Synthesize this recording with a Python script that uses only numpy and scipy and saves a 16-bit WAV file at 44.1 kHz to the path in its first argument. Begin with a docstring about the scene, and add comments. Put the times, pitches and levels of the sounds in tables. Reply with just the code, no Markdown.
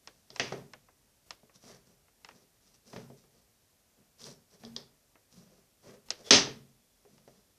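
"""Hands braid a doll's hair at a table, close to a computer's microphone in a small, quiet room.
With each stroke hair swishes through the fingers and the forearms rub and bump the table top; twice hard plastic clacks down on it.
A plastic casing next to the microphone ticks as the table is leaned on."""
import sys
import numpy as np
from scipy import signal
from scipy.fft import rfft, irfft, next_fast_len
from scipy.io import wavfile
from scipy.ndimage import uniform_filter1d, minimum_filter1d, map_coordinates

SR = 44100
rng = np.random.default_rng(int(sys.argv[2]) if len(sys.argv) > 2 else 0)


def bounce(signal):
    """Save signal as a 16-bit WAV file at the path given by the first command-line argument."""
    frames = np.transpose(np.atleast_2d(signal))
    limited = np.clip(frames, -1, 1)
    pcm = np.round(limited * 32767).astype(np.int16)
    wavfile.write(sys.argv[1], SR, pcm)


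N = 334278

# hands and forearms knock the table: (s, level dB, weight dB of the bass, hardness dB of the treble)
KNOCKS = [(0.3032, -52.5, -1, -5), (0.522, -29.5, 2, -10.5), (1.432, -55, 4.5, -24), (1.638, -52, 6, -11), (1.693, -66, -10, 7),
          (2.931, -41, 3, -9), (2.962, -38, 6.5, -7.5), (3.101, -44, -1, -24.5), (3.239, -59, -14, -12), (4.272, -48, 1, -8.5),
          (4.635, -47, 8, -6), (4.7625, -43, -3, -7), (6.471, -34.5, -7.5, -21), (7.05, -52.5, -11, -19), (7.277, -48.5, -2, -14.5)]
# ticks of the casing: (s, level dB, sharpness dB)
TICKS = [(0.073, -38.5, -0.5), (0.36, -35.5, -3), (0.734, -37, -8.5), (0.885, -47.5, -45), (1.306, -36, 1.5), (1.494, -49, -42),
         (2.081, -55.5, -31), (2.246, -39.5, -4), (2.287, -39, -11.5), (2.31, -48, -22), (5.154, -46, -34),
         (6.085, -48.5, -4), (6.104, -27.5, 6.5), (7.179, -55, -6)]
# hand strokes: (start s, length s, sleeve scuff dB, hair dB, table rumble dB (these two relative to the scuff))
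STROKES = [(0.02, 0.3, -85.5, 10, 8), (0.31, 0.33, -74.5, 13.5, -6), (1.535, 0.047, -69, 8, -2), (1.608, 0.18, -58, -0.5, -1.5),
           (1.85, 0.096, -67.5, -3.5, 2.5), (2.28, 0.18, -69, -1.5, 1), (2.6, 0.18, -80.5, 10, 4), (2.736, 0.036, -77.5, 13.5, -3),
           (2.84, 0.24, -62.5, -0.5, -3), (3.16, .1, -78.5, 8, 10), (3.3, 0.15, -72.5, -3, -3), (3.95, 0.086, -71, -19, 4.5),
           (4.179, 0.17, -57, 5, -0.5), (4.498, 0.073, -65, -0.5, -3), (4.585, 0.12, -62, -6.5, 3.5), (5.305, 0.13, -69.5, 4.5, 8.5),
           (5.38, .29, -67.5, -6, -1), (5.813, 0.17, -53.5, -10.5, -5), (6.149, 0.13, -57.5, -7.5, -8), (7.07, 0.18, -73, -1, 8.5),
           (7.24, 0.21, -71, -1.5, 0.5)]
# resonances of the table top and what lies on it: (Hz, width Hz, dB above the rest)
TABLE = [(134, 22, 9), (194, 20, 3), (233, 14, 8), (400, 45, 8), (440, 30, 6), (560, 60, 2), (1250, 90, 2), (1880, 130, 4), (3350, 250, 3), (5000, 450, 3)]  # fixed
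# resonances of the casing: (Hz, width Hz, dB)
CASING = [(500, 90, -4), (900, 130, -7), (1100, 130, -4), (1340, 170, -8), (1820, 180, -6), (2080, 200, -7), (2300, 140, -9), (2660, 170, -3), (3000, 220, -7), (3500, 280, -12), (4140, 300, -4), (4410, 220, -7), (4900, 200, -6), (5350, 260, 3), (5720, 300, -2), (6420, 320, -5), (6800, 220, -9), (7250, 350, -15), (8400, 500, -24)]  # fixed
# spectra: (Hz, dB per Hz)
BLOW = [(25, -17.5), (48, -16), (72, -14), (130, 0.5), (320, -3.5), (600, 0), (1000, -2), (2000, -4.5), (3500, -5.5), (6200, -3), (7200, -19.5), (8600, -25), (12000, -46), (15000, -82)]
RUB = [(120, -19.5), (280, -10.5), (420, 0.5), (600, 0.5), (800, -10), (1300, -14.5), (2500, -18.5), (5000, -35), (12000, -47)]  # scuffing: (Hz, dB per Hz)
HAIR = [(300, -24.5), (900, -6), (2000, -15), (3200, -10), (4500, -3.5), (5800, 0.5), (6700, -6.5), (8000, -11), (10000, -14), (14500, -28.5)]
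HISS = [(24, -21), (42, 3), (62, -5), (96, -1), (176, -7.5), (239, -5), (300, -9.5), (660, -10), (850, -14.5), (1250, -16.5), (3600, -18), (5800, -15), (8000, -17.5), (14500, -19)]
ROOM = [(80, 0.55), (200, 0.66), (500, 0.34), (1200, 0.35), (5000, 0.28), (12000, 0.25)]  # (Hz, t60 s)
TOP_HZ = 14650  # fixed
PANEL = [(100, 0.031), (400, 0.28), (900, 0.045), (2000, 0.1), (6000, 0.04)]  # ring of flat panels: (Hz, t60 s)
# hard plastic comes down on the table: (s, level dB, snap dB of the top, room dB, ring of the hollow plastic dB)
CLACKS = [(0.3968, -26, 0.5, -5.5, -43), (6.3076, -16.5, 9, 2.5, -26.5)]
# modes of the hollow plastic: (Hz, dB, t60 s)
PLASTIC = [(234, 2, .36), (274, 5, .28), (353, -2, .22), (738, -4, .2), (1605, -11, .26), (1868, -4, .2), (1899, -5, .2), (2406, -7, .18), (2660, -2, .2), (2882, 4, .12), (4063, -5, .2), (4622, -4, .2), (4836, 0, .17), (5001, 3, .2), (6108, -3, .2)]  # fixed
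# strands snag and snap free: (s, level dB)
SNAGS = [(0.3031, -45.5), (4.215, -50.5), (4.241, -43), (4.65, -44.5), (4.7638, -31.5)]
SNAP = [(500, -21.5), (2600, -35), (3350, 0), (3700, -5), (4200, -5), (4800, 1), (5700, -5.5), (6600, -16.5), (8000, -29), (13000, -43)]  # a snapping strand: (Hz, dB per Hz)
RUMBLE = [(30, -26), (70, -18.5), (130, -2.5), (220, -1.5), (300, -12.5), (500, -32.5), (2000, -58)]  # arms on the table: (Hz, dB per Hz)
CLACK_SLOPE, SNAP_SLOPE, SNAP_DB = 0.82, 0.9, -4.5  # upper mids and top follow hardness (dB per dB); the top's offset
ROOM_SLOPE, KNOCK_ROOM_DB = 0.75, 1.05  # harder knocks carry further into the room (dB per dB); the room's offset
CLACK_COLOUR = [(90, 0), (135, -6.5), (230, -3.5), (400, -2.5), (750, -1), (1500, -0.5), (2600, 6.5)]  # (Hz, dB)
RISE_SHARE, FALL_SHARE = 0.26, 0.64  # parts of a stroke in which the hand speeds up and slows down
ARM_LAG_S, TABLE_LAG_S = .012, 0.013  # the fingers move first, the sleeve follows, then the table judders
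SCRATCH_DB, SCRATCH_RATE, SCRATCH_SPREAD_DB = -4, 200, 3  # single strands flick past the fingers: level, per second, size spread


def amp(db):
    """Decibels to gain."""
    return 10 ** (np.asarray(db) / 20)


def unit(x):
    """Scale to rms 1."""
    return x / np.sqrt(np.mean(x ** 2) + 1e-20)


def along(points, hz):
    """(Hz, value) points read on a log axis."""
    f, v = np.transpose(points)
    return np.interp(np.log(hz + 1), np.log(f + 1), v)


def add(track, s, sound):
    """Mix a sound into a track at time s."""
    part = track[round(s * SR):][:len(sound)]
    part += sound[:len(part)]


def wobble(rate, size=N):
    """A smooth random curve, rate knots a second."""
    return map_coordinates(rng.standard_normal(int(size * rate / SR) + 4), [np.arange(size) * rate / SR])


def coloured(x, gain):
    """x through the causal (minimum-phase) filter with this gain over frequency."""
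    m = 2 * next_fast_len(len(x) // 2 + 4096)  # fixed
    cepstrum = irfft(np.log(np.maximum(gain(np.fft.rfftfreq(m, 1 / SR)), 1e-6)))
    cepstrum[1:m // 2] *= 2
    cepstrum[m // 2 + 1:] = 0
    return irfft(rfft(x, m) * np.exp(rfft(cepstrum)), m)[:len(x)]


def table(hz):
    """Gain of the table top's resonances."""
    return amp(sum(db / (1 + (2 * (hz - centre) / width) ** 2) for centre, width, db in TABLE))


def tail(decay, build):
    """A fresh diffuse ring of energy 1: echoes thicken over the build time, each frequency dies at its own speed."""
    hz, t, z = signal.stft(rng.standard_normal(SR), SR, nperseg=256)
    x = signal.istft(z * amp(-60 * t / along(decay, hz)[:, None]), SR, nperseg=256)[1][:SR]
    x = x * (1 - np.exp(-np.arange(SR) / SR / build))
    return x / np.linalg.norm(x)


def contact(length):
    """A short, dense burst with an even spectrum and energy 1."""
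    fade = np.exp(-(np.arange(SR // 8) / SR / length) ** 2)
    x = rng.standard_normal(len(fade)) * fade
    for _ in range(4):
        x = irfft(np.exp(1j * np.angle(rfft(x))), len(x)) * np.sqrt(fade)
    return np.pad(x / np.linalg.norm(x), (0, SR - len(x)))


def grains(rate, spread_db):
    """Countless tiny slips of uneven size in a smooth bed of friction noise."""
    slips = rng.random(N) < rate / SR
    return unit(slips * rng.standard_normal(N) * amp(spread_db * rng.standard_normal(N))) + rng.standard_normal(N)


def knocks():
    """A heavier knock thuds more; a harder one is brighter and stirs the room more."""
    out = np.zeros(N)
    for s, db, weight_db, hard_db in KNOCKS:
        colour = [(230, weight_db), (350, 0), (750, 0.0056), (1500, CLACK_SLOPE * hard_db), (2200, CLACK_SLOPE * hard_db),
                  (4000, SNAP_DB + SNAP_SLOPE * hard_db)]
        add(out, s, amp(db) * blow(colour, KNOCK_ROOM_DB + ROOM_SLOPE * hard_db))
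    return out


def ticks(travel=.0016, bend_hz=1000):
    """The same spot of the casing slips each time; its bending waves carry treble sooner than bass."""
    out = np.zeros(N)
    hz = np.fft.rfftfreq(SR // 4, 1 / SR)
    shell = sum((-1) ** k * amp(db) * 1j * hz * w / (c * c - hz * hz + 1j * hz * w) for k, (c, w, db) in enumerate(CASING))
    shell = irfft(shell * np.exp(-4j * np.pi * travel * np.sqrt(hz * bend_hz)))
    shell = np.pad(shell / np.linalg.norm(shell), (0, SR - len(shell)))
    for s, db, sharp_db in TICKS:
        # the panels around it add a brief woody body, the room a faint halo
        body = coloured(tail(PANEL, build=0.00091), lambda f: amp(along([(150, -10.0), (400, -0.5), (1000, 6.0), (2000, -1.5), (6000, -3), (8000, -1), (12000, -34)], f)))
        halo = coloured(tail(ROOM, build=.006), lambda f: amp(along([(150, -22.5), (500, -9), (6000, -11.0), (8000, -31.5), (12000, -45)], f)))
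        edge = [(150, -2), (450, -8), (1000, -5.5), (2500, .12 * sharp_db - 4.5), (4800, sharp_db - 4), (7200, sharp_db - 7.5), (9500, sharp_db - 12), (14000, sharp_db - 29.5)]
        add(out, s, coloured(shell + body + halo, lambda f: amp(db + 23.5 + along(edge, f))))
    return out


def strokes(wet_db=-7):
    """Arms judder and scuff over the table top while strands of hair slip and scratch past each other."""
    weight, sleeve, hair = np.zeros((3, N))
    for s, length, db, hair_db, rumble_db in STROKES:
        speed = amp(db) * hand_speed(length)
        add(hair, s, amp(hair_db) * speed)
        add(sleeve, s + ARM_LAG_S, speed)
        add(weight, s + TABLE_LAG_S, amp(rumble_db) * speed)
    rumble = unit(coloured(grains(rate=230, spread_db=3.5), lambda hz: np.sqrt(table(hz)) * amp(along(RUMBLE, hz))))
    scuff = unit(coloured(grains(rate=1000, spread_db=-0.5), lambda hz: np.sqrt(table(hz)) * amp(along(RUB, hz))))
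    flicks = (rng.random(N) < SCRATCH_RATE / SR) * amp(SCRATCH_SPREAD_DB * rng.standard_normal(N))
    strands = unit(grains(rate=1900, spread_db=4.5)) + amp(SCRATCH_DB) * unit(flicks)
    swish = unit(coloured(strands, lambda hz: amp(along(HAIR, hz))))
    catch = amp(1.9 * wobble(55))  # the fingers catch and let go
    near = catch * (amp(-1.5) * weight * rumble + amp(-2.76) * sleeve * scuff + amp(-1) * hair * swish)
    return near + amp(wet_db) * signal.fftconvolve(near, tail(ROOM, build=0.00068))[:N]


def groan(pitch_hz=231, db=-48, fall_db=3):
    """A dragging arm briefly keeps one resonance of the table sounding."""
    t = np.arange(N) / SR
    hold = np.interp(t, [4.64, 4.66, 4.755, 4.80], [0, 1, amp(-fall_db), 0])
    return amp(db) * hold * np.sin(2 * np.pi * pitch_hz * t + .11 * wobble(46))


def background(sound, swell_db=6, knee_db=-54):
    """Faint room rumble and microphone hiss; the hiss swells a little around louder sounds."""
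    power = np.abs(uniform_filter1d(sound ** 2, size=4000))
    swell = amp(swell_db * power / (power + amp(knee_db) ** 2))
    return amp(-69.0) * swell * unit(coloured(rng.standard_normal(N), lambda hz: amp(along(HISS, hz))))


def plastic(attack=0.014):
    """Hollow plastic strikes the table and rings briefly, with slightly different strengths at each blow."""
    out, t = np.zeros(N), np.arange(SR // 2) / SR
    for s, db, snap_db, room_db, ring_db in CLACKS:
        add(out, s, amp(db) * blow(CLACK_COLOUR + [(4000, snap_db)], room_db))
        for hz, level, t60 in PLASTIC:
            fade = amp(ring_db + level + rng.normal(0, 2.4) - 60 * t / t60) * (1 - np.exp(-t / attack))
            add(out, s, fade * np.sin(2 * np.pi * hz * t + 0.09 * wobble(47, size=len(t))))
    return out


def skid(db=-48):
    """Plastic skids with a thin squeak just before it comes down hard."""
    push = np.interp(np.arange(N) / SR, [6.24, 6.268, 6.29, 6.306], [0.0052, 0.98, 1.0, 0.019])
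    colour = [(80, -18), (280, -6), (440, 8), (700, -4), (1100, -13), (3100, -10), (3420, 5), (3750, -8), (5500, -3), (7500, -15), (13000, -26)]  # fixed
    return amp(db) * push * unit(coloured(grains(rate=12000, spread_db=-1.5), lambda hz: amp(along(colour, hz))))


def snags(wet_db=-9, scrape_db=-9, scrape=.025):
    """A caught strand lets go with one bright, narrow snap and a short scrape."""
    out = np.zeros(N)
    for s, db in SNAGS:
        slip = contact(length=0.0028) + amp(scrape_db) * contact(length=scrape) + amp(wet_db) * tail(ROOM, build=0.0048)
        add(out, s, amp(db + 32) * coloured(slip, lambda hz: amp(along(SNAP, hz))))
    return out


def blow(colour, room_db):
    """One blow on the table: the contact, the ring of its panels and the room's answer."""
    x = amp(-2.0) * contact(length=0.0054) + amp(-4) * tail(PANEL, build=0.0018) + amp(room_db) * tail(ROOM, build=0.02)
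    return amp(32.5) * coloured(x, lambda hz: table(hz) * amp(along(BLOW, hz) + along(colour, hz)))


def hand_speed(length):
    """A stroke speeds up, holds and eases off."""
    u = np.arange(round(length * SR)) / (length * SR)
    return np.sin(np.pi / 2 * np.clip(np.minimum(u / RISE_SHARE, (1 - u) / FALL_SHARE), 0, 1)) ** 1.0


def scene():
    """Everything reaches one microphone."""
    sound = knocks() + plastic() + ticks() + snags() + strokes() + skid() + groan()
    return (sound + background(sound))[None]


def record(dry):
    """A fast limiter holds peaks under full scale; nothing is kept above the band limit."""
    needed = np.minimum(1, .93 / (np.abs(dry) + 1e-9))  # fixed
    gain = uniform_filter1d(minimum_filter1d(needed, size=89), size=89)
    m = next_fast_len(N + SR // 2)
    cut = np.clip((TOP_HZ - np.fft.rfftfreq(m, 1 / SR)) / 300 + .5, 0, 1)  # fixed
    return irfft(rfft(dry * gain, m) * cut, m)[..., :N]


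dry = scene()
out = record(dry)
bounce(out)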